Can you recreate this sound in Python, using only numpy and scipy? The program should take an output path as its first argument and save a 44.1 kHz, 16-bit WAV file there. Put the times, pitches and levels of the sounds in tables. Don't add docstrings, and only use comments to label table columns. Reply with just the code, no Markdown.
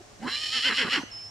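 import sys
import numpy as np
from scipy import signal
from scipy.fft import rfft, irfft
from scipy.io import wavfile
from scipy.ndimage import uniform_filter1d

SR = 44100
rng = np.random.default_rng(int(sys.argv[2]) if len(sys.argv) > 2 else 0)


def unload_wav(signal):
    wavfile.write(
        sys.argv[1],
        SR,
        np.round(np.clip(np.atleast_2d(signal).T, -1, 1) * 32767).astype(np.int16),
    )


N = 57330
T = np.arange(N) / SR
HZ = np.fft.rfftfreq(2 * N, 1 / SR)

# t/s, f/Hz, fundamental level/dB
SQUEAL = [(.2, 708.5, -69), (.232, 801.6, -46), (.262, 998.8, -39), (.305, 1112, -49.5),
          (.346, 1185, -46.5), (.378, 1193, -56), (.43, 1245, -50.5), (.5, 1219, -57), (.54, 1313, -43),
          (.564, 1307, -37), (.598, 1198, -50.5), (.628, 1267, -48), (.655, 1536, -33.5), (.68, 1555, -34),
          (.71, 1393, -38), (.735, 1159, -42.5), (.762, 1190, -45.5), (.785, 1517, -38), (.812, 1669, -31),
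          (.835, 1567, -38), (.86, 1220, -37.5), (.9, 1132, -47.5), (.916, 1266, -42), (.94, 1501, -34.5),
          (.972, 1409, -39), (.992, 1132, -41.5), (1.03, 769, -48.5)]
# t/s, f/Hz, roughness/0-1
LOW_VOICE = [(.2, 193.6, 0.83), (.235, 241.1, 0.44), (.254, 258, 0.44), (.266, 255, 0.71),
             (.284, 410.9, 0.38), (.325, 519.2, 0.4), (.355, 505.8, 0.19), (.41, 574, 0.65),
             (.5, 572, 0.74), (.545, 508.8, 0.18), (.585, 474.7, .12), (.62, 532.8, 0.52),
             (.665, 562.4, 0.14), (.69, 505.1, 0.07), (.712, 396.4, 0.51), (.742, 464.1, 0.37),
             (.785, 547.9, 0.27), (.805, 527, 0.04), (.835, 436.7, 0.37), (.865, 350.8, 0.78),
             (.89, 471.2, 0.52), (.92, 561.2, 0.24), (.955, 490.6, 0.28), (.984, 285.6, 0.12),
             (1.02, 268, 0.9)]
# t/s, air against tone/dB, squeal jitter/share of pitch
RASP = [(.24, 6, 0.067), (.29, 7, 0.03), (.34, -2, 0.02087), (.44, -6, 0.0078), (.55, 0.5, 0.011),
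        (.682, -1, .015), (.715, 8, 0.042), (.752, 1, 0.015), (.81, 2, 0.0521), (.87, 11, 0.082),
        (.898, 5.5, .014), (.95, 8, 0.073), (1.01, -5, 0.1015)]
# t/s, then level/dB for bass, low mids, mids, treble
ENVELOPES = [(0.202, -47, -83, -65, -112), (0.228, -40.5, -52.5, -51, -56),
             (0.262, -33.5, -44.5, -55.5, -51.5), (0.28, -38, -33.5, -35, -42),
             (0.302, -53, -45, -40.5, -39.5), (0.346, -60, -51, -35.5, -34), (0.408, -77, -84, -42.5, -36),
             (0.448, -61, -67, -35.5, -33), (0.512, -86, -73, -46.5, -35), (0.534, -59, -50, -33, -30.5),
             (0.578, -43.5, -46, -30, -29), (0.596, -53, -49, -32.5, -32), (0.618, -89, -62, -37, -34),
             (0.648, -43, -45, -26, -29.5), (0.686, -40.5, -36, -25, -30), (0.71, -38, -35.5, -30.5, -38.5),
             (0.726, -37, -35.5, -31, -39), (0.762, -68, -57, -37, -33.5), (0.78, -46, -43, -24.5, -30),
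             (0.812, -34, -39.5, -26.5, -33.5), (0.828, -39.5, -38, -27.5, -33.5),
             (0.85, -32.5, -35.5, -38, -42), (0.866, -42.5, -44, -40.5, -44), (0.882, -35, -34, -37, -42.5),
             (0.908, -59, -56, -33.5, -36.5), (0.932, -42, -39.5, -24.5, -29.5),
             (0.97, -41, -33, -28.5, -34), (0.984, -31.5, -35.5, -33, -39.5), (1.004, -37.5, -59, -47, -50),
             (1.026, -60, -41, -57, -47)]
def whinny():
    squeal_hz, squeal_db = curves(SQUEAL)
    voice_hz, rough = curves(LOW_VOICE)
    air_db, jitter = curves(RASP)
    bass_db, low_db, mid_db, treble_db = curves(ENVELOPES)
    high_phase = phase(squeal_hz * (1 + jitter * wobble(303.6)))
    slip = 0.244 * rough * wobble(hz=235)
    low_phase = phase(voice_hz * (1 + slip))
    drive = larynx(high_phase, low_phase, air_db)
    voiced = strain(throat(drive, squeal_hz), treble_db - low_db)
    cry = registers(voiced, low_db, mid_db, treble_db) * surges() + nose_ring(drive)
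    body = amp(bass_db) * chest(voice_hz, slip, rough)
    hiss = nostril_hiss(treble_db)
    gate = np.interp(T, [.185, .205, 1.018, 1.042], [0, 1, 1, 0])
    return gate * (cry + hiss + body * shimmer() + squeal(high_phase, squeal_db) * shimmer())


SIDE_OFFSETS = [-1, -.5, 0, .5, 1, 2]
SIDE_LEVELS = [8.5, 4.5, 13, 2, 13, 5.5]
def larynx(high_phase, low_phase, air_db):
    sides = [amp(db) * np.exp(1j * (offset * low_phase + rng.uniform(0, 2 * np.pi)))
             for offset, db in zip(SIDE_OFFSETS, SIDE_LEVELS)]
    folds = sum(np.exp(1j * k * high_phase) for k in range(2, 9)) * sum(sides)
    folds += np.exp(1j * high_phase) * sum(s for offset, s in zip(SIDE_OFFSETS, sides) if offset != 0)
    air = unit(noise() * (1 + 0.29 * np.cos(low_phase)) * (1 + 0.5 * np.cos(high_phase)))
    flutter = np.exp(.12 * wobble(hz=152))
    return (unit(folds.real) + amp(air_db) * air) * flutter


# t/s, level/dB
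OCTAVE = [(.3, -70), (.35, -55), (.364, -37), (.382, -52), (.422, -39.5), (.445, -51), (.468, -42),
          (.5, -44.5), (.55, -41), (.6, -53), (.66, -38), (.87, -53), (1.0, -59)]
def squeal(angle, db):
    octave_db, = curves(OCTAVE)
    return np.sqrt(2) * (amp(db) * np.cos(angle) + amp(octave_db) * np.cos(2 * angle))


# f/Hz, gain/dB
THROAT = [(600, -22), (850, -20.5), (1200, -20.5), (1400, -15), (1650, 1), (2050, 6), (2350, -2.5),
          (2700, 4.5), (3050, 7), (3400, -2.5), (3750, -12.5), (4150, 0), (4950, -9), (5450, -4),
          (6100, -24), (7250, -17), (8400, -34), (9300, -23), (10200, -43.5), (12200, -38), (13500, -47),
          (15500, -71)]
def throat(drive, squeal_hz, shut_hz=1180, open_hz=1510, shift=0.0076):
    opening = np.clip((squeal_hz - shut_hz) / (open_hz - shut_hz), 0, 1)
    shut = colour(drive, causal(amp(spectrum(THROAT, HZ / (1 - shift)))))
    wide = colour(drive, causal(amp(spectrum(THROAT, HZ / (1 + shift)))))
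    return (1 - opening) * shut + opening * wide


def strain(voiced, tilt_db):
    dull = colour(voiced, below(2560))
    shelf_db = -3 + 0.48 * np.clip(tilt_db, -16.5, 16.5)
    return dull + amp(shelf_db) * (voiced - dull)


CROSSOVERS = [696, 1455, 3212]
def registers(voiced, low_db, mid_db, treble_db):
    under_low, under_mid, under_treble = [below(hz) for hz in CROSSOVERS]
    bands = [(low_db, under_mid - under_low), (mid_db, under_treble - under_mid),
             (treble_db, 1 - under_treble)]
    return sum(amp(db) * steady(colour(voiced, band)) for db, band in bands)


# t/s, half length/s, gain/dB
SURGES = [(0.444, 0.01, 1), (.454, 0.0035, -6), (0.461, 0.0036, 4)]
def surges():
    return amp(sum(db * np.exp(-((T - at) / width) ** 2) for at, width, db in SURGES))


# f/Hz, gain/dB
CHEST = [(60, -41), (130, -4), (250, 3), (400, -5.5), (550, -6.5), (680, -21), (1200, -45)]
def chest(voice_hz, slip, rough, doubling_hz=394):
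    angle = phase(voice_hz * (1 + 0.58 * slip))
    doubling = np.maximum(np.clip((voice_hz - doubling_hz) / 60, 0, 1), rough ** 2)
    tone = np.cos(angle) + amp(-6.5) * doubling * np.cos(angle / 2)
    breath = amp(-4) * 2 * rough * unit(colour(noise(), below(CROSSOVERS[0])))
    return steady(colour(tone + breath, amp(spectrum(CHEST))))


# t/s, level/dB
NOSE_RING = [(.25, -69), (.285, -40), (.31, -38), (.342, -31), (.36, -34), (.385, -45), (.69, -51),
             (.725, -35.5), (.78, -56), (.895, -43), (1.0, -70)]
def nose_ring(drive, hz=4100, half_width_hz=230):
    ring_db, = curves(NOSE_RING)
    band = 1 / (1 + ((HZ - hz) / half_width_hz) ** 4)
    return amp(ring_db) * steady(colour(drive, band))


def nostril_hiss(treble_db, follow=0.45):
    hiss = unit(colour(noise(), amp(spectrum(THROAT)) * (1 - below(6970))))
    return amp(-50.5 + follow * (treble_db + 32)) * hiss


def shimmer():
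    return unit(np.exp(0.31 * wobble(hz=107)))


def blip(start_s, hz, length_s, db):
    progress = np.clip((T - start_s) / length_s, 0, 1)
    angle = 2 * np.pi * hz * (T - start_s)
    return amp(db) * np.sin(np.pi * progress) * (np.sin(angle) + 0.37 * np.sin(2 * angle))


# f/Hz, time to fall 60 dB/s
TREE_ECHO = [(200, 0.24), (1500, 0.86), (6000, 1), (14000, 0.38)]
# f/Hz, left minus right/dB
PAN = [(250, -3.5), (700, 1.5), (1300, 1.5), (2000, 0), (3100, -1), (4200, -4.5), (5500, -3), (9000, -2.5),
       (15000, 0)]
def pasture(dry, far_db=-18.5, near_db=-13, near_decay_s=0.0065):
    hz, t, grains = signal.stft(rng.standard_normal((2, N)), SR, nperseg=256)
    decay = amp(-60 * t / spectrum(TREE_ECHO, hz)[:, None])
    far = signal.istft(grains * decay, SR, nperseg=256)[1][:, :N] * np.minimum(T / 0.0093, 1)
    near = noise() * np.exp(-T / near_decay_s) * np.array([[1], [-1]])
    impulse = (amp(far_db) * unit(far) + amp(near_db) * unit(near)) / np.sqrt(N)
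    wet = signal.fftconvolve(dry[None], impulse, axes=1)[:, :N]
    return colour(dry + wet, amp(np.outer([.5, -.5], spectrum(PAN))))


# t/s, f/Hz, level before panning/dB
THIN_CALL = [(.94, 5593, -73.5), (.985, 5800, -51.5), (1.026, 6140, -50.5), (1.085, 6080, -57.5),
             (1.1, 5660, -73), (1.116, 5330, -43.5), (1.152, 5204, -40), (1.177, 5262, -40),
             (1.2, 5250, -42), (1.24, 5290, -41.5), (1.27, 5260, -41.5), (1.3, 5510, -49.5)]
def thin_call():
    hz, db = curves(THIN_CALL)
    angle = phase(hz * (1 + .005 * wobble(210)))
    whistle = np.sqrt(2) * amp(db) * (np.sin(angle) + amp(-31) * np.sin(2 * angle))
    return whistle * amp([[-1.3], [1.1]])


# t/s, length/s, first f/Hz, last f/Hz, level/dB
BIRDS = [(1.121, 0.114, 3080, 2960, -59), (1.195, 0.0289, 2460, 2310, -57.5)]
def birds(jitter=0.0154):
    notes = np.zeros(N)
    for start, length, first_hz, last_hz, db in BIRDS:
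        progress = np.clip((T - start) / length, 0, 1)
        hz = (first_hz + (last_hz - first_hz) * progress) * (1 + jitter * wobble(365))
        notes += np.sqrt(2) * amp(db) * np.sin(np.pi * progress) * np.sin(phase(hz))
    return notes


# f/Hz, starting level/dB, fade/dB per s (negative swells)
HUMS = [(102.9, -63, -2.5), (429, -65, 15), (588, -67, 7), (715.5, -71, -0.5)]
def hums(waver=0.013):
    return np.sqrt(2) * sum(amp(db - fade * T) * np.sin(phase(hz * (1 + waver * wobble(11.3))))
                            for hz, db, fade in HUMS)


# f/Hz, relative level/dB
AIR_COLOUR = [(15, -35), (28, -8), (45, -5.5), (75, -8.5), (110, -4.5), (170, -14), (270, -10), (450, -12),
              (750, -11.5), (1450, -17), (3500, -22), (5400, -20), (7000, -21), (10000, -33.5),
              (15500, -47)]
# f/Hz, power common to both ears/0-1
AIR_CENTRE = [(60, 0.9), (400, 0.093), (2000, 0.083), (8000, 0.2)]
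def outdoor_air(db=-51.5):
    common, shape = spectrum(AIR_CENTRE), amp(spectrum(AIR_COLOUR))
    centre = colour(noise(), shape * np.sqrt(common))
    wide = colour(np.array([noise(), noise()]), shape * np.sqrt(1 - common))
    return amp(db) * unit(centre + wide)


def amp(db):
    return 10 ** (np.asarray(db) / 20)


def unit(x):
    return x / np.sqrt(np.mean(abs(x) ** 2) + 1e-20)


def curves(table):
    times, *columns = np.transpose(table)
    return [np.interp(T, times, column) for column in columns]


def spectrum(points, hz=HZ):
    f, value = np.transpose(points)
    return np.interp(np.log(hz + 1), np.log(f + 1), value)


def colour(x, gain):
    return irfft(rfft(x, 2 * N) * gain)[..., :N]


def below(hz, order=16):
    return 1 / (1 + (HZ / hz) ** order)


def causal(gain):
    log_gain = np.log(gain)
    lag = signal.hilbert(np.concatenate([log_gain, log_gain[-2:0:-1]])).imag[:len(gain)]
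    return gain * np.exp(-1j * lag)


def noise():
    return rng.standard_normal(N)


def wobble(hz):
    return unit(colour(noise(), below(hz, order=4)))


def phase(hz):
    return 2 * np.pi * np.cumsum(hz) / SR


def steady(x, size=900):
    power = uniform_filter1d(uniform_filter1d(x ** 2, size), size)
    return x / np.sqrt(abs(power) + 1e-12)


def scene():
    puff = blip(start_s=1.032, hz=268, length_s=0.0096, db=-32)
    opening_tone = blip(start_s=0.00058, hz=357, length_s=0.02, db=-43)
    foal = pasture(whinny() + puff)
    return foal + opening_tone + thin_call() + birds() + outdoor_air() + hums()


def record(dry, ceiling_db=-6, cutoff_hz=15750):
    rounded = amp(ceiling_db) * np.tanh(dry / amp(ceiling_db))
    low_pass = signal.firwin(511, cutoff_hz, window=("kaiser", 9), fs=SR)
    return signal.oaconvolve(rounded, low_pass[None], "same")


dry = scene()
out = record(dry)
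unload_wav(out)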